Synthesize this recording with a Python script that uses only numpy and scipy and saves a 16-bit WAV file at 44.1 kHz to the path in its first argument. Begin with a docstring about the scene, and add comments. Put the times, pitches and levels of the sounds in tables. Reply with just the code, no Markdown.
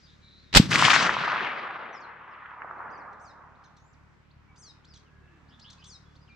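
"""A rifle shot heard beside a cardboard target in a forest meadow.
From the start: filtered-noise wind, a far engine (pulses ringing a pipe) and small whistling birds (gliding sines).
At half a second a quick series of N-wave shock cracks shakes the board, then the dull muzzle thump follows;
echoes (filtered clicks) roll back from ever more distant trees and slopes while the background dips and recovers.
Later come more bird notes, rough chips and nasal calls with overtones; last, a faint two-tone drone glides down."""
import sys
import numpy as np
from scipy import signal
from scipy.fft import rfft, irfft, next_fast_len
from scipy.io import wavfile
from scipy.ndimage import uniform_filter1d

SR = 44100
rng = np.random.default_rng(int(sys.argv[2]) if len(sys.argv) > 2 else 0)


def dump(signal):
    """Clip the signal to [-1, 1] and save it as 16-bit WAV at the path in sys.argv[1]."""
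    limited = np.clip(np.atleast_2d(signal).T, -1, 1)
    pcm = np.round(limited * 32767).astype(np.int16)
    wavfile.write(sys.argv[1], SR, pcm)


N = 280035
THUMP_S = 0.6017  # centre of the muzzle thump


def undb(db):
    """Amplitude gain is ten to the power of level [dB] over 20."""
    return 10 ** (np.asarray(db) / 20)


def unit(x):
    """Normalisation of mean power: scale to rms 1."""
    return x / np.sqrt(np.mean(x ** 2))


def curves(table):
    """Linear interpolation in time: columns of a table on the sample grid."""
    s, *columns = np.transpose(table)
    return [np.interp(np.arange(N) / SR, s, c) for c in columns]


def colour(table, hz):
    """Spectral envelope: level [dB] at hz, interpolated over log frequency."""
    table = np.array(table)
    return np.interp(np.log(hz), np.log(table[:, 0]), table[:, 1])


def band(x, hz, width):
    """Gaussian pass band without phase shift: gain 1 at the centre, steep skirts."""
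    size = next_fast_len(x.shape[-1])
    f = np.fft.rfftfreq(size, 1 / SR)
    gain = np.exp(-((f - hz) / width) ** 2 / 2)
    return irfft(rfft(x, size) * gain, size)[..., :x.shape[-1]]


def pan(x, db):
    """Interaural level difference: left stands db above right."""
    return x * undb(np.array([db, -db]).reshape(2, -1) / 2)


def add(out, s, x):
    """Superposition: mix x into out from time s."""
    i = int(s * SR)
    out[:, i:i + x.shape[1]] += x[:, :out.shape[1] - i]


def walk(rate):
    """Random modulation: levels held 1 / rate s and slewed, spread near 1."""
    k = int(SR / rate)
    held = np.repeat(rng.standard_normal(N // k + 1), k)
    return uniform_filter1d(held, k)[:N] * 0.74


def pair(spark_db, like):
    """Partial coherence: two partly alike noises; spark_db makes single samples stand out."""
    a, b = rng.standard_normal((2, N)) * undb(spark_db * rng.exponential(size=N))
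    like = np.clip(like, 0, 1)
    return unit(np.sqrt(1 + like) * a + np.sqrt(1 - like) * b * np.array([[1], [-1]]))


DIP_DEEPEST_S, DIP_BACK_S = 1.6, 0.99  # time of the deepest point; time constant of the return


def dip():
    """Exponential recovery: 0 until the thump, 1 at the deepest, then easing back."""
    t = np.arange(N) / SR
    fall = np.clip((t - THUMP_S) / (DIP_DEEPEST_S - THUMP_S), 0, 1)
    return fall * np.exp(-np.maximum(t - DIP_DEEPEST_S, 0) / DIP_BACK_S)


# spectral density of the wind: (frequency [Hz], level [dB per Hz], relative)
AIR_SPECTRUM = [(25, -13.5), (60, -15), (156, -5), (410, -15.5), (850, -24.5), (1110, -20), (1400, -17),
                (2060, -20), (2900, -28.5), (7100, -41), (9500, -56.5), (12200, -56.5), (15500, -53)]
# level of a high hiss: (time [s], level [dB])
HISS_LEVEL = [(0, -66), (.2, -71.5), (.55, -74.5), (1.5, -85.5), (5.2, -95.5), (5.7, -73), (6.35, -78.5)]
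AIR_DB, AIR_DIP_DB = -63.5, -10.5  # level of the bands above 220 Hz; change at the deepest dip


def air():
    """Broadband noise of distant wind in the trees: narrow bands swell together and flicker alone."""
    swell, bands, noise = walk(0.99), [], pair(0, 0.13)
    for hz in 28 * 2 ** np.arange(0, 9.3, 1 / 3):
        band_db = colour(AIR_SPECTRUM, hz) + 10 * np.log10(hz)  # density to band level
        flicker_db = 1.2 * swell + 2.2 * walk(6.4)
        bands.append(undb(band_db + flicker_db) * unit(band(noise, hz, hz / 8)))
    wind = sum(bands) / np.sqrt(np.mean(sum(bands[9:]) ** 2))
    hiss_db = curves(HISS_LEVEL)[0] + 1.5 * walk(15)
    hiss = undb(hiss_db) * unit(band(pair(0, 0.48), 4500, 1600))
    return undb(AIR_DB + AIR_DIP_DB * dip()) * wind + hiss


# resonances of the exhaust pipe: (frequency [Hz], width [Hz], level [dB])
PIPE_RESONANCES = [(36, 7.6, -6.5), (65.6, 14, 4.5), (107, 6.7, -7), (144, 32, 0), (233, 31, -16)]
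ENGINE_HZ, ENGINE_DB, ENGINE_DIP_DB = 36.7, -59, -17  # firing rate; level; change at the deepest dip
ENGINE_SWELL_DB, ENGINE_SWELL_S = 3.5, 4.6  # grows by the swell from that time to the end


def engine():
    """Pulse-excited resonance: slightly uneven firings ring the exhaust pipe."""
    t = np.arange(N) / SR
    swell = np.clip((t - ENGINE_SWELL_S) / (t[-1] - ENGINE_SWELL_S), 0, 1)
    level_db = ENGINE_DB + ENGINE_SWELL_DB * swell + ENGINE_DIP_DB * dip()
    rate_hz = ENGINE_HZ * (1 + 0.0088 * walk(27) + 0.0042 * walk(2.4))
    firings = np.diff(np.floor(np.cumsum(rate_hz) / SR), prepend=0)
    strength_db = 1.7 * rng.standard_normal((2, N)) + 2.6 * rng.standard_normal(N)
    pulses = firings * undb(strength_db)
    rung = sum(undb(db) * band(pulses, hz, width) for hz, width, db in PIPE_RESONANCES)
    return unit(rung) * undb(level_db)


def birds():
    """Convolution reverberation: all the calls, with a short decaying noise tail from the trees."""
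    calls = glides() + whistles() + repeated_notes() + chips() + arched_calls()
    t = np.arange(SR // 4) / SR
    tail = unit(rng.standard_normal((2, len(t))) * np.exp(-t / .045)) / np.sqrt(len(t))
    return calls + undb(-4) * signal.fftconvolve(calls, tail, axes=1)[:, :N]


def note(length, hz0, hz1, hz2, rasp):
    """Frequency modulation: a sine curves through three pitches; rasp shakes pitch and level."""
    u = np.linspace(0, 1, int(length * SR))
    hz = hz0 * (1 - u) * (1 - 2 * u) + 4 * hz1 * u * (1 - u) + hz2 * u * (2 * u - 1)
    shake = unit(band(rng.standard_normal((2, SR // 2)), 150, 250))[:, :len(u)]
    rasp = np.clip(rasp, 0, 1)
    phase = 2 * np.pi * np.cumsum(hz * (1 + .04 * rasp * shake[0])) / SR
    tone = np.sin(phase) * (1 + rasp * shake[1])
    return tone * signal.windows.tukey(len(u), .5)


# gliding notes:
# (time [s], length [s], start frequency [Hz], middle frequency [Hz], end frequency [Hz], level [dB])
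GLIDE_NOTES = [(0.018, .058, 4500, 4940, 4000, -59.5), (1.925, 0.031, 6270, 5800, 5450, -60.5),
               (1.941, .052, 5270, 5250, 4470, -58), (1.953, 0.023, 6800, 6980, 7150, -74),
               (2.0, .028, 7600, 5750, 5000, -65), (2.012, 0.051, 4770, 4270, 3770, -59.5),
               (2.299, .053, 5750, 5060, 4100, -77), (2.898, 0.027, 3520, 5740, 6860, -68),
               (2.915, 0.059, 4600, 4890, 4190, -63.5), (2.965, .069, 6850, 5000, 3870, -70),
               (3.775, 0.17, 5630, 7050, 7140, -76), (3.928, 0.022, 6990, 5330, 2800, -69),
               (4.865, 0.035, 4670, 5190, 5760, -64.5), (4.89, 0.063, 5280, 4830, 4270, -59.5),
               (4.956, 0.023, 2970, 3380, 2800, -59.5), (4.965, .061, 6340, 4630, 3530, -68),
               (5.044, 0.063, 3430, 2820, 2490, -72), (6.203, 0.056, 4600, 4970, 4370, -69.5),
               (6.274, 0.025, 3550, 2800, 2460, -62.5), (6.278, 0.066, 5640, 4180, 3500, -70)]
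RISE_RASP, FALL_RASP = .5, .12  # rising notes are rough, falling ones clear


def glides():
    """Continuous pitch change: short notes glide between frequencies."""
    out = np.zeros((2, N))
    for s, length, hz0, hz1, hz2, db in GLIDE_NOTES:
        rasp = RISE_RASP if hz2 > hz0 else FALL_RASP
        add(out, s, pan(undb(db) * note(length, hz0, hz1, hz2, rasp), 0.87))
    return out


# level whistles: (time [s], length [s], frequency [Hz], level [dB], rasp [0-1])
WHISTLE_NOTES = [(0.055, .11, 3780, -63.5, 0.94), (.2, 0.2, 3940, -59.5, 0.64),
                 (.35, .12, 4060, -61.5, 0.9), (.45, 0.11, 3760, -65, 0.6), (.215, 0.083, 2320, -71.5, 0.1),
                 (4.479, 0.054, 2274, -62.5, 0.15), (4.622, 0.081, 3310, -74, 0.2),
                 (4.739, 0.061, 2500, -71, 0.27), (5.2, 0.21, 2640, -76.5, 0.53),
                 (5.272, 0.026, 2800, -73, .5), (5.77, 0.054, 2550, -64, 0.6),
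                 (6.05, 0.052, 3410, -68, .05), (6.287, 0.074, 2390, -56.5, 0.15)]


def whistles():
    """Near-pure tones: the mean pitch stays level, with rasp as random modulation."""
    out = np.zeros((2, N))
    for s, length, hz, db, rasp in WHISTLE_NOTES:
        add(out, s, pan(undb(db) * note(length, hz, hz, hz, rasp), .8))
    return out


# shock cracks of the bullet, levels before the treble limit:
# (time [s], peak level [dB], scatter level [dB], board level [dB], left minus right [dB])
SHOCK_CRACKS = [(0.5282, -46, -28, -46.5, -0.5), (0.539, -19, -20.5, -34, 2),
                (0.5495, 0.5, -7.5, -24.5, 2.5), (0.56, 0, -6.5, -12.5, -0.5),
                (0.5694, -3.5, -1.5, -7.5, 4.5)]
# spectrum scattered by grass and paper: (frequency [Hz], width [Hz], level [dB])
SCATTER_BANDS = [(2340, 2100, -4.5), (4200, 1500, -1.5), (7766, 470, -6.5), (11500, 2500, -17.5)]
# modes of the target board: (frequency [Hz], level [dB], decay by 60 dB [s])
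BOARD_MODES = [(47.37, -1.5, 0.044), (156, -3, 0.042), (215, -1, 0.05), (334, -8.5, 0.03)]
CRACK_TOP_HZ, CRACK_BRIGHTENS = 4500, 1.3  # treble limit of the first crack; factor for each later one


def shock_cracks():
    """Ballistic N-waves: each is scattered by grass and paper and excites the board's modes."""
    out, t = np.zeros((2, N)), np.arange(SR // 3) / SR
    for k, (s, peak_db, scatter_db, board_db, pan_db) in enumerate(SHOCK_CRACKS):
        n_wave = np.where((t > 0) & (t < .0004), 1 - 2 * t / 0.00044, 0)
        n_wave = uniform_filter1d(n_wave, size=7, origin=3, mode="constant")
        noise = rng.standard_normal((2, len(t))) + 0.5 * rng.standard_normal(len(t))
        scatter = unit(sum(undb(db) * band(noise, hz, w) for hz, w, db in SCATTER_BANDS))
        # scattered paths pile up, then die
        fade = (0.5 + t / 0.0028) * np.exp(-t / 0.0036) + undb(-16.0) * np.exp(-t / 0.026)
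        crack = undb(peak_db) * n_wave + undb(scatter_db) * scatter * fade
        crack = band(crack, 0, CRACK_TOP_HZ * CRACK_BRIGHTENS ** k)
        board = 0
        for hz, db, t60 in BOARD_MODES:
            detune = 1 + .16 * (rng.random((2, 1)) - .5)
            board = board + undb(db) * np.sin(2 * np.pi * hz * detune * t) * undb(-60 * t / t60)
        push = (-1) ** k * undb(board_db)  # the board is pushed and pulled in turn
        add(out, s, pan(crack, pan_db) + pan(push * board, -8.0))
    return out


THUMP_HZ, THUMP_DB, THUMP_WIDTH_S = 185, 0, .0037


def muzzle_thump():
    """Damped pressure pulse: a steep front, one push, a deeper pull and a weak rebound."""
    t = np.arange(N) / SR - THUMP_S
    front = (1 + np.tanh((t + .0034) / .0004)) / 2
    shape = np.exp(-((t + .001) / THUMP_WIDTH_S) ** 2) * front
    return pan(-undb(THUMP_DB) * np.cos(2 * np.pi * THUMP_HZ * t) * shape, .8)


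# belts of trees and slopes that return the shot:
# (first return [s], loudest [s], level [dB], fade [dB per s], treble at 4 kHz [dB], low-mid [dB],
#  bass [dB], left minus right [dB])
TREE_BELTS = [(0.56, 0.603, -55.5, 56, 0, 3, 18.5, 2.5), (0.699, 0.75, -37, 38, 0, -3, -2, 2),
              (0.761, 0.937, -32.5, 71, 1, -10.5, -24.5, 4.5), (0.998, 1.001, -41.5, 72, 3, 4.5, -12.5, -1),
              (1.047, 1.334, -41, 20.5, 0.5, -4, -21, 1.5), (2.1, 2.502, -55.5, 35, 4.5, -40, -35.5, -0.5),
              (2.448, 2.906, -47.5, 23, -13.5, -10, -26, -1), (4.302, 4.623, -73, 11.5, 12, -10, -5, -4.5),
              (5.013, 5.772, -73, 7.5, 29, -10, -30.5, -3)]
# spectrum of the rolling echo: (frequency [Hz], level [dB])
ROLL_SPECTRUM = [(40, -25), (70, -16), (150, 2), (300, -1), (550, -5), (850, -0.5), (1200, 5), (2000, 6),
                 (3000, 4.5), (5000, 4.5), (8000, 0), (10000, -14), (14000, -20)]
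AIR_LOSS_DB_PER_S = 22  # treble lost at 4 kHz per second after the second belt's first return
CLUMPS_DB, CLUMPS_BLUR_S = 4.5, 1.2  # near returns come in clumps, far ones blur together


def rolling_echoes():
    """Diffuse reflection with air absorption: dense clicks return, longer paths losing more treble."""
    t, step = np.arange(0, N + 64, 32) / SR, np.arange(N) / 32  # gains run on a coarse grid
    columns = np.transpose(TREE_BELTS)[:, :, None]
    first, loudest, level_db, fade_db, treble_db, mid_db, bass_db, pan_db = columns
    rise = np.sin(np.pi / 2 * np.clip((t - first) / (loudest - first), 0, 1))
    swell = rise * undb(level_db - fade_db * np.maximum(t - loudest, 0))
    clicks = pair(2.2, .74)
    clumps_db = CLUMPS_DB * walk(90) * np.exp(-(np.arange(N) / SR - THUMP_S) / CLUMPS_BLUR_S)
    path_loss_db = AIR_LOSS_DB_PER_S * (t - TREE_BELTS[1][0]).clip(0)
    out = 0
    for hz in 45 * 2 ** np.arange(0, 8.5, 1 / 3):
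        tilt = np.interp(hz, [150, 500, 1100], [0, 1, 2])  # 0 bass, 1 low-mid, 2 treble
        low_db = max(1 - tilt, 0) * bass_db + (1 - abs(tilt - 1)) * mid_db
        air_db = max((hz - 900) / 3100, 0) ** 1.236 * (treble_db - path_loss_db)
        gain = []
        for side in (1, -1):
            belts = swell * undb(low_db + air_db + side * pan_db / 2)
            power_sum = np.sqrt(np.sum(belts ** 2, axis=0))
            gain.append(np.interp(step, np.arange(len(t)), power_sum))
        roll_db = colour(ROLL_SPECTRUM, hz) + 2.9 * walk(25) + clumps_db
        out = out + np.array(gain) * undb(roll_db) * unit(band(clicks, hz, hz / 8))
    return out


# single trunks and slopes that answer clearly:
# (time [s], peak level [dB], frequency [Hz], left minus right [dB])
TRUNK_SLAPS = [(0.716, -11, 1900, 7.5), (0.727, -10, 2610, 4.5), (0.756, -4, 2230, 4.5),
               (0.823, -4, 1110, 4.5), (0.85, -4, 2820, 5.0), (0.881, -5, 1100, 2.5),
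               (0.902, -3, 2600, 4.0), (0.932, -4, 1620, 3.0), (0.961, -6, 1320, 5.0),
               (1.008, -11, 1240, 1.5), (1.092, -6, 1410, -0.5), (1.166, -13, 1020, 0.0),
               (1.236, -15, 1240, 0.5), (1.277, -16, 993, 0.5), (1.329, -16, 1290, 1.5),
               (1.359, -15, 1270, 0.5), (1.406, -17, 1470, 1.5), (1.757, -27, 1290, 0.0),
               (2.457, -31, 1780, -2.0), (2.515, -28, 1200, -1.5), (2.618, -24, 1470, -1.5),
               (2.645, -30, 770, -1.5), (2.71, -26, 1170, -2.0), (2.803, -27, 1040, -1.5)]
SLAP_TAIL_S, SLAP_TAIL_DB = 0.0055, -16.5  # branches behind each trunk add a short crackle


def slaps():
    """Discrete reflection: a brief wavelet returns from each trunk or slope."""
    out = np.zeros((2, N))
    t = np.arange(1200) / SR - .002
    for s, db, hz, side_db in TRUNK_SLAPS:
        click = np.sin(2 * np.pi * hz * t) * np.exp(-(t * hz / 0.91) ** 2)
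        crackle = unit(band(rng.standard_normal((2, len(t))), 1.28 * hz, 0.36 * hz))
        crackle = crackle * np.exp(-t / SLAP_TAIL_S) * signal.windows.tukey(len(t), .2)
        add(out, s, pan(undb(db) * (click + undb(SLAP_TAIL_DB) * crackle), side_db))
    return out


# kinds of bird note, each a shape shared by all its notes, then the notes:
# (length [s], start frequency [Hz], middle frequency [Hz], end frequency [Hz], rasp [0-1]),
# (time [s], level [dB])
TICK_NOTES = (0.02, 2600, 4050, 4600, 0.52), [(2.775, -75.5), (3.548, -74), (4.301, -67.5), (4.842, -59.5),
              (5.589, -61), (6.15, -62)]
LOW_HUMP_NOTES = (0.035, 4300, 4070, 3050, 0.33), [(3.125, -74), (3.635, -66), (3.759, -68), (4.933, -58.5),
                  (5.69, -54.5), (5.715, -63.5)]
HIGH_HUMP_NOTES = (.045, 4100, 6300, 4100, 0.62), [(3.635, -69.5), (3.765, -74), (4.934, -62.5),
                   (5.697, -65)]
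LOW_CHURR_NOTES = (.075, 2650, 3400, 3380, .8), [(5.495, -63.5), (5.635, -54.5), (5.81, -56)]
HIGH_CHURR_NOTES = (0.048, 2500, 4850, 4400, 0.94), [(5.472, -70), (5.602, -58), (5.772, -65)]


def repeated_notes():
    """Repetition of one pitch contour: ticks, humps and churrs each keep their shape."""
    out = np.zeros((2, N))
    kinds = (TICK_NOTES, LOW_HUMP_NOTES, HIGH_HUMP_NOTES, LOW_CHURR_NOTES, HIGH_CHURR_NOTES)
    for shape, notes in kinds:
        for s, db in notes:
            add(out, s, pan(undb(db) * note(*shape), .8))
    return out


# sharp bird chips: (time [s], level [dB])
CHIP_NOTES = [(3.126, -71), (3.636, -65.5), (3.765, -64), (4.557, -63.5), (4.845, -63.5), (4.935, -57),
              (4.969, -59.5), (5.593, -58), (5.699, -52), (5.725, -57.5), (5.838, -53.5), (6.153, -70)]


def chips():
    """Noisy frequency sweep: three sines rush upward with rough pitch."""
    out = np.zeros((2, N))
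    u = np.linspace(0, 1, SR // 75)
    for s, db in CHIP_NOTES:
        sweep = 0
        for hz in (2800, 3900, 5200):
            pitch = hz * (1 + .5 * u + 0.74 * rng.standard_normal(len(u)))
            sweep = sweep + np.sin(2 * np.pi * np.cumsum(pitch) / SR)
        add(out, s, pan(undb(db) * band(sweep, 4800, 2800) * np.sin(np.pi * u), .8))
    return out


# overtones of the nasal call: (multiple of the pitch [1], level [dB])
ARCH_OVERTONES = [(3, 11.5), (4, 9), (5, -13), (6, -9.5), (7, -14.5)]
ARCH_START_HZ, ARCH_TOP_HZ, ARCH_KNEE_HZ, ARCH_END_HZ = 1300, 2130, 1700, 1220
ARCH_RISE_S, ARCH_DROP_S, ARCH_SAG_BEND = .028, .02, .55
ARCH_RISE_DB, ARCH_TOP_DB, ARCH_RISE_SHAKE = -9, -4, .1  # rise faint and shaky, top softer than the sag


def arch(hold_s, sag_s, db):
    """Harmonic synthesis: an overtone stack rises, holds, drops quickly and sags slowly."""
    s = np.cumsum([0, ARCH_RISE_S, hold_s, ARCH_DROP_S, sag_s])
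    t = np.arange(0, s[-1], 1 / SR)
    u = np.clip((t - s[3]) / sag_s, 0, 1)
    hz = np.interp(t, s, [ARCH_START_HZ, ARCH_TOP_HZ, ARCH_TOP_HZ, ARCH_KNEE_HZ, ARCH_END_HZ])
    hz = hz - ARCH_SAG_BEND * (ARCH_KNEE_HZ - ARCH_END_HZ) * u * (1 - u)
    shake = np.interp(t, [s[1] / 2, s[1]], [ARCH_RISE_SHAKE, .012]) * walk(350)[:len(t)]
    pitch = uniform_filter1d(hz, size=300) * (1 + shake)
    phase = 2 * np.pi * np.cumsum(pitch) / SR
    tone = 0
    for k, overtone_db in ARCH_OVERTONES:
        throat_db = -6 * (k * pitch / 9500) ** 6  # the throat dulls the top
        tone = tone + undb(overtone_db + throat_db) * np.sin(k * phase)
    level_db = db + np.interp(t, s[:4], [ARCH_RISE_DB, ARCH_TOP_DB, ARCH_TOP_DB, 0])
    return np.sqrt(2) * tone * undb(level_db) * signal.windows.tukey(len(t), .15)


# nasal arched calls: (time [s], hold at the top [s], length of the sag [s], level [dB])
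ARCH_CALLS = [(3.19, 0.016, 0.069, -78), (4.564, 0.02, .09, -69), (5.844, 0.0093, 0.07, -67)]


def arched_calls():
    """Harmonic timbre: nasal calls, each one arch of pitch."""
    out = np.zeros((2, N))
    for s, hold_s, sag_s, db in ARCH_CALLS:
        add(out, s, pan(arch(hold_s, sag_s, db), 3.2))
    return out


DRONE_S, DRONE_LENGTH_S, DRONE_EDGE_DB = 4.7, 1.45, -18  # both tones fade in and out by the edge dB
DRONE_FALL_HZ, DRONE_FALL_SHARE = (550, 155), .78  # from, to; part of the length that the fall takes
DRONE_LOW_DB, DRONE_LOW_GROWS_DB = -68, 9  # mid level; starts this much below, ends this much above
DRONE_EDGE_HZ, DRONE_TOP_HZ, DRONE_HIGH_DB = 1300, 1710, -71


def drone():
    """Random frequency modulation: two wavering tones, one falling and one arching."""
    u = np.clip((np.arange(N) / SR - DRONE_S) / DRONE_LENGTH_S, 0, 1)
    edge = (2 * u - 1) ** 2  # 1 at both ends, 0 in the middle
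    low_hz = np.interp(u, [0, DRONE_FALL_SHARE], DRONE_FALL_HZ)
    high_hz = DRONE_TOP_HZ + (DRONE_EDGE_HZ - DRONE_TOP_HZ) * edge
    low = np.sin(2 * np.pi * np.cumsum(low_hz * (1 + .045 * walk(45))) / SR)
    high = np.sin(2 * np.pi * np.cumsum(high_hz * (1 + 0.02153 * walk(120))) / SR)
    low_db = DRONE_LOW_DB + DRONE_LOW_GROWS_DB * (2 * u - 1) + 5 * walk(25)
    high_db = DRONE_HIGH_DB + 6.5 * walk(11)
    both = low * undb(low_db) + high * undb(high_db)
    return both * undb(DRONE_EDGE_DB * edge ** 2) * (edge < 1)


def scene():
    """Linear superposition of all sources at the microphones."""
    shot = shock_cracks() + muzzle_thump()
    echoes = rolling_echoes() + slaps()
    return air() + engine() + birds() + shot + echoes + drone()


TOP_HZ = 15800  # upper band limit


def record(dry):
    """Band limiting and soft saturation: left one sample late, bass lost, peaks rounded, top cut."""
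    late = [np.roll(dry[0], shift=1), dry[1]]
    x = signal.sosfilt(signal.butter(2, 32, "high", fs=SR, output="sos"), late)
    rounded = x / (1 + x ** 4) ** .25
    return signal.sosfilt(signal.ellip(6, .2, 50, TOP_HZ, fs=SR, output="sos"), rounded)


dry = scene()
out = record(dry)
dump(out)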